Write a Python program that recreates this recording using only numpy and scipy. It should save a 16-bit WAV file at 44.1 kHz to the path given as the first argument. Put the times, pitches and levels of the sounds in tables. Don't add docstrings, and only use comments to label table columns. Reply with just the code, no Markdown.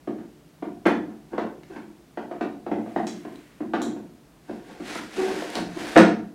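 import sys
import numpy as np
from scipy import signal
from scipy.fft import rfft, irfft
from scipy.io import wavfile

SR = 44100
rng = np.random.default_rng(int(sys.argv[2]) if len(sys.argv) > 2 else 0)


def wrap_up_sound(samples):
    columns = np.atleast_2d(samples).T
    tamed = np.clip(columns, -1, 1)
    steps = np.round(tamed * 32767).astype(np.int16)
    wavfile.write(sys.argv[1], SR, steps)


N = 279594
RING = 32768
AGE, TIME = np.arange(RING) / SR, np.arange(N) / SR


def amp(db):
    return 10 ** (np.asarray(db) / 20)


def evened(x):
    return x / np.sqrt(np.mean(x ** 2) + 1e-20)


def read(points, hz):
    table_hz, value = np.transpose(points)
    return np.interp(np.log(hz + 1), np.log(table_hz + 1), value)


def add(mix, s, sound):
    part = mix[round(s * SR):][:len(sound)]
    part += sound[:len(part)]


def coloured(x, points, size=4096):
    log_gain = np.log(amp(read(points, abs(np.fft.fftfreq(size, 1 / SR)))))
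    response = np.exp(np.conj(signal.hilbert(log_gain)))
    taps = np.fft.ifft(response).real
    return signal.fftconvolve(x, taps[:size // 2])[:len(x)]


def mode(hz, t60):
    return amp(-60 * AGE / t60) * np.sin(2 * np.pi * hz * AGE)


def wander(cutoff_hz):
    lowpass = signal.butter(2, cutoff_hz, fs=SR, output="sos")
    return evened(signal.sosfilt(lowpass, rng.standard_normal(N)))


def stroke(s, length, db, build_db_per_s, ease_db_per_s, stop_db_per_s):
    age = TIME - s
    build_db = build_db_per_s * np.maximum(-age, 0)
    ease_db = ease_db_per_s * np.clip(age, 0, length)
    stop_db = stop_db_per_s * np.maximum(age - length, 0)
    return amp(db - np.minimum(build_db + ease_db + stop_db, 120))


# frequency in Hz, t60 in seconds.
REVERBERATION = [(100, 0.55), (250, 0.62), (500, 0.44), (1000, 0.38), (2500, 0.35), (6000, 0.37),
                 (12000, 0.24)]
# frequency in Hz, strength in dB.
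SCATTER_STRENGTH = [(150, 1.5), (330, -4.5), (700, -2), (1500, 0), (5000, 2.5)]


def room(wet_db, gap=0.0071, build=0.0028):
    reflections = rng.choice([-1., 1.], RING) * (rng.random(RING) < 4000 / SR)
    dying = amp(-60 * AGE / read(REVERBERATION, 300))
    spectrum = rfft(reflections * dying)
    power = np.convolve(abs(spectrum) ** 2, signal.windows.hann(46), "same")
    levelled = irfft(spectrum / np.sqrt(power)) / dying * (AGE < .5)
    hz, t, bands = signal.stft(levelled, SR, nperseg=256)
    decay_db = 60 * t / read(REVERBERATION, hz)[:, None]
    fade = amp(read(SCATTER_STRENGTH, hz)[:, None] - decay_db)
    tail = signal.istft(bands * fade, SR, nperseg=256)[1][:RING]
    tail *= np.clip((AGE - gap) / build, 0, 1)
    direct = signal.unit_impulse(RING)
    return direct + amp(wet_db) * tail / np.linalg.norm(tail)


# frequency in Hz, relative density in dB per Hz.
HUSH_SPECTRUM = [(15, -44), (25, -48), (49, -5.5), (91, -18.5), (165, -1), (194, -12), (299, -8),
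                 (527, -20), (587, -17), (881, -22), (981, -23.5), (2150, -29), (9460, -37), (15800, -41.5)]
HUSH_DB = -53.5


def hush():
    return amp(HUSH_DB) * evened(coloured(rng.standard_normal(N), HUSH_SPECTRUM))


# frequency in Hz, relative density in dB per Hz.
CLOTH_SPECTRUM = [(600, 2), (2000, 11.5), (5000, -3), (8500, -3.5), (12000, -10), (16000, -10)]
SLEEVE_S, SLEEVE_LENGTH_S, SLEEVE_DB = 2.92, 0.48, -57.5
SLEEVE_BUILD_DB_PER_S, SLEEVE_EASE_DB_PER_S, SLEEVE_STOP_DB_PER_S = 52, 1, 28


def sleeve():
    gain = stroke(SLEEVE_S, SLEEVE_LENGTH_S, SLEEVE_DB,
                  SLEEVE_BUILD_DB_PER_S, SLEEVE_EASE_DB_PER_S, SLEEVE_STOP_DB_PER_S)
    return gain * evened(coloured(rng.standard_normal(N), CLOTH_SPECTRUM))


# frequency in Hz, relative spectral peak in dB, t60 in seconds.
DRAWER_MODES = [(116.7, -13, 0.34), (176.8, -11, 0.18), (215.5, 0, 0.17), (236.8, -1.5, .16),
                (306, 2, 0.076), (363.3, 0, 0.086), (422, -4, 0.041), (511.4, -7.5, 0.024),
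                (651, -8.5, 0.015), (753, -7, 0.015), (913, -8.5, 0.056), (1111, -15.5, 0.048),
                (1412, -14, 0.072), (1547, -13.5, 0.021), (1858, -27, 0.011), (2320, -35, 0.034),
                (2630, -21.5, 0.034)]


def drawer_modes():
    shapes = []
    for k, (hz, db, t60) in enumerate(DRAWER_MODES):
        peak_scale = 2 * np.log(1000) / (t60 * SR)
        shapes.append((-1) ** k * amp(db) * peak_scale * mode(hz, t60))
    return np.array(shapes)


def grains(per_s, spread_db):
    sizes = amp(spread_db * np.minimum(rng.exponential(1, N), 4)) * rng.choice([-1., 1.], N)
    return evened(sizes * (rng.random(N) < per_s / SR))


# frequency in Hz, relative density in dB per Hz.
RUB_SPECTRUM = [(200, -23.5), (450, -2), (700, -3), (1100, -7), (1800, -2.5), (3000, -8.5), (4500, -11.5),
                (7000, -17), (10000, -21.5), (13000, -30.5), (15800, -37)]
# time when the drawer breaks loose in seconds,
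# length in seconds, level of the rubbing in dB, level of the box's judder in dB (before JUDDER_DB).
PUSH_EVENTS = [(1.336, 0.018, -61, -36), (1.72, 0.052, -57, -40), (4.496, 0.064, -57, -39.5),
               (4.686, 0.044, -53.5, -42), (4.89, .095, -37, -38.5), (5.175, 0.27, -37, -29),
               (5.562, 0.02, -35.5, -27.5), (5.802, .18, -37, -33.5)]
JUDDER_DB = -2
BUILD_DB_PER_S, EASE_DB_PER_S, STOP_DB_PER_S = 197, 9, 165
JUDDER_BUILD_DB_PER_S, JUDDER_EASE_DB_PER_S, JUDDER_STOP_DB_PER_S = 800, 35, 111


def slide(shapes):
    rubbing, shaking = np.zeros(N), np.zeros(N)
    for s, length, rub_db, judder_db in PUSH_EVENTS:
        rubbing += stroke(s, length, rub_db, BUILD_DB_PER_S, EASE_DB_PER_S, STOP_DB_PER_S)
        shaking += stroke(s, length, judder_db,
                          JUDDER_BUILD_DB_PER_S, JUDDER_EASE_DB_PER_S, JUDDER_STOP_DB_PER_S)
    rub = evened(coloured(grains(per_s=4000, spread_db=0.8), RUB_SPECTRUM)) * rubbing
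    shaken_box = signal.fftconvolve(grains(per_s=780, spread_db=1.0), shapes.sum(0))[:N]
    judder = amp(JUDDER_DB) * evened(shaken_box) * shaking
    changing_grip = amp(0.5 * wander(cutoff_hz=37))
    echo = room(wet_db=-9)
    return signal.fftconvolve((rub + judder) * changing_grip, echo / np.linalg.norm(echo))[:N]


# start in seconds, length in seconds,
# initial level in dB, mean slip rate in Hz.
GROAN_EVENTS = [(1.317, 0.049, -32.5, 335), (1.696, 0.094, -39.5, 343.2), (5.176, 0.09, -24.5, 378.5),
                (5.274, 0.07, -26.5, 389.7), (5.582, 0.097, -33.5, 179.3), (5.762, 0.12, -28.5, 334)]
GROAN_FADE_DB_PER_S = 54
GROAN_RISE_S = 0.0064


def groans(jitter=0.05, flutter_db=3.0, overtone_db=-13):
    out = np.zeros(N)
    unsteady = 1 + jitter * wander(cutoff_hz=90)
    grip = amp(flutter_db * wander(cutoff_hz=74))
    for s, length, db, hz in GROAN_EVENTS:
        age = np.maximum(TIME - s, 0)
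        phase = 2 * np.pi * np.cumsum(hz * unsteady) / SR
        overtones = np.sin(2 * phase) + .5 * np.sin(3 * phase)
        slips = np.sin(phase) + amp(overtone_db) * overtones
        fade = amp(db - GROAN_FADE_DB_PER_S * np.minimum(age, length))
        onset = np.clip(age / GROAN_RISE_S, 0, 1)
        release = np.clip((length - age) / GROAN_RISE_S + 1, 0, 1)
        out += fade * slips * grip * onset * release
    return signal.fftconvolve(out, room(wet_db=-3))[:N]


# frequency in Hz, relative level in dB, t60 in seconds.
RUNNER_MODES = [(2150, -8, .18), (2430, -5, 0.17), (3891, 7, 0.14), (3934, 15.5, 0.086), (4230, -1, .2),
                (5370, -14, 0.15), (6020, -12, 0.14), (6900, -7, 0.14), (7520, -5, .14), (8950, -6, 0.13),
                (10300, 7, .13), (13200, -5, 0.095)]
# frequency in Hz, gain in dB.
CONTACT_TREBLE = [(9000, -1), (11500, -4.5), (15000, -10)]
# start in seconds, rms level of the first 20 ms in dB (before the
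# treble loss), pitch of the contact in Hz, share of ring from 0 to 1, level of the reflections in dB.
CLINK_EVENTS = [(.868, -46, 10000, .1, -3), (1.633, -54, 1770, 0, -2), (3.069, -39.5, 3550, 0.05, 6),
                (3.357, -55, 3700, .1, -5), (3.818, -38.5, 6500, 0.26, 4.5), (4.953, -46, 5000, 0.2, -5),
                (5.502, -49, 9000, 0, -12), (5.554, -33, 3850, 0.08, -1), (5.976, -28, 4800, 0.12, 2.5)]


def clinks(ring_db=-22, tick_t60=0.014, bass_db=-40, treble_db=-19):
    out = np.zeros(N)
    steel = sum(amp(db) * mode(hz, t60) for hz, db, t60 in RUNNER_MODES)
    for s, db, hz, ring, wet_db in CLINK_EVENTS:
        tick = rng.standard_normal(RING) * amp(-60 * AGE / tick_t60)
        contact = [(hz / 10, bass_db), (hz / 2, -5), (hz, 0),
                   (hz * 2, -9), (hz * 3, treble_db), (hz * 10, 2 * treble_db)]
        clink = coloured(tick + ring * amp(ring_db) * steel, contact)
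        heard = signal.fftconvolve(clink, room(wet_db, gap=0.0022))[:RING]
        add(out, s, amp(db) * heard / np.std(heard[:882]))
    return coloured(out, CONTACT_TREBLE)


def bottom(level_db, hz, delay, width):
    swell = np.exp(-((AGE - delay) / width) ** 2)
    return amp(level_db) * swell * np.sin(2 * np.pi * hz * AGE)


# frequency in Hz, gain in dB.
CRACK_SPECTRUM = [(30, -45), (90, -29), (300, -15), (1000, -11.5), (1800, -12.5), (3000, -20.5),
                  (5000, -28.5), (8000, -38.5), (15000, -48.5)]
PANEL_HZ = 694


def box(shapes, crack_t60=0.047, place_db=1, rise=0.0017):
    weights = amp(place_db * rng.standard_normal(len(shapes)))
    burst = rng.standard_normal(RING) * amp(-60 * AGE / crack_t60)
    crack = coloured(burst / np.linalg.norm(burst), CRACK_SPECTRUM)
    panel = amp(-44) * mode(PANEL_HZ, t60=0.035)
    spreading = 1 - np.exp(-AGE / rise)
    heave = bottom(level_db=-46.5, hz=333.7, delay=0.0077, width=0.0041)
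    return (weights @ shapes + crack + panel) * spreading + heave


# lower edge in Hz, upper edge in Hz, usual level in dB.
BLOW_REGISTERS = [(168, 560, -1.5), (533, 870, -5.5), (1127, 1540, -10), (2850, 8800, -24.5)]


def voiced(sound, levels_db, sub_db=-9, top_db=-6, size=1764):
    power = abs(rfft(sound[:size], 2 * size)) ** 2 / size ** 2
    hz = np.fft.rfftfreq(2 * size, 1 / SR)
    shape = []
    for (low, high, usual_db), db in zip(BLOW_REGISTERS, levels_db):
        present_db = 10 * np.log10(power[(hz > low) & (hz < high)].sum() + 1e-20)
        shape.append((np.sqrt(low * high), db + usual_db - present_db))
    body_db, click_db = shape[0][1], shape[-1][1]
    return coloured(sound, [(70, body_db + sub_db), (130, body_db), *shape, (15000, click_db + top_db)])


# start in seconds, level of the hollow body in dB,
# hardness of the contact in dB, emphasis of the side panel in dB.
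KNOCK_EVENTS = [(0.073, -26.5, -14.5, -6.5), (0.183, -39, -11.5, -9.5), (0.623, -31, -10, -1.5),
                (0.854, -23.5, 0, -6.5), (0.86, -15.5, -5.5, -3), (1.101, -45.5, -8.5, -1.5),
                (1.331, -32, -13, -4), (1.379, -27, -2, 2.5), (1.76, -36.5, -6, -9.5),
                (2.172, -33, -4, 3.5), (2.311, -37, -3.5, 7), (2.409, -26, -4, 0.5),
                (2.663, -32.5, -7, 2.5), (2.714, -23, -13, -2), (2.762, -37, -17, 6),
                (2.86, -42.5, -6, 6.5), (2.96, -25, -8, 3.5), (3.077, -34, -10.5, -9),
                (3.249, -34, -11.5, -4.5), (3.604, -26.5, -18, -11.5), (3.735, -23, -1, 0.5),
                (3.814, -31.5, -10, -10), (3.862, -26.5, -20, -14), (3.962, -35.5, -13.5, -7.5),
                (4.494, -32, -18, -3), (4.799, -32, -13, -10), (4.954, -35, 4.5, -4), (5.28, -32.5, -4, 0),
                (5.421, -33.5, -7, 3.5), (5.554, -36, 0, 7), (5.9573, -17.5, -2.5, -2),
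                (5.9624, -13.5, 2, 4.5), (5.98, -14, 0.5, -10)]
CLICK_SHARE, CLICK_DB = 1.03, 0.5
BOUNCE_S, BOUNCE_SPREAD, BOUNCE_DB, BOUNCE_HARDNESS_DB = .026, .25, -11, -4.5


def knocks(shapes):
    out = np.zeros(N)
    for s, db, hardness_db, panel_db in KNOCK_EVENTS:
        flight = BOUNCE_S * (1 + BOUNCE_SPREAD * rng.uniform(-1, 1))
        first = (0, db, hardness_db)
        rebound = (flight, db + BOUNCE_DB, hardness_db + BOUNCE_HARDNESS_DB)
        for delay, level_db, hard_db in [first, rebound]:
            heard = signal.fftconvolve(box(shapes), room(wet_db=3.5, gap=0.0053, build=0.0017))[:RING]
            offsets_db = np.array([0, panel_db, hard_db, CLICK_SHARE * hard_db + CLICK_DB])
            add(out, s + delay, voiced(heard, level_db + offsets_db))
    return out


# frequency in Hz, level in dB (before CART_DB), t60 in seconds.
CART_MODES = [(56.7, -49, .4), (117.2, -41, 0.69), (179.6, -15, 0.55), (212.4, -14.5, 0.57),
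              (325.2, -1.5, 0.29), (515, -13.5, 0.36), (537, -11, 0.27), (669, -10, 0.2), (744, -11, 0.14),
              (940, -20, 0.38)]
STOP_S, CART_DB, CART_RISE_S = 5.9635, 2.5, 0.0073


def cart():
    out = np.zeros(N)
    ring = sum(amp(db) * mode(hz, t60) for hz, db, t60 in CART_MODES)
    add(out, STOP_S, amp(CART_DB) * ring * (1 - np.exp(-AGE / CART_RISE_S)))
    return out


def scene():
    shapes = drawer_modes()
    background = hush() + sleeve()
    friction = slide(shapes) + groans()
    blows = clinks() + knocks(shapes) + cart()
    return (background + friction + blows)[None]


EDGE_HZ = 15900


def record(dry):
    clipped = np.clip(dry, -1, 1)
    lowpass = signal.firwin(1023, EDGE_HZ, window=("kaiser", 9), fs=SR)
    return signal.oaconvolve(clipped, lowpass[None], "same")


dry = scene()
out = record(dry)
wrap_up_sound(out)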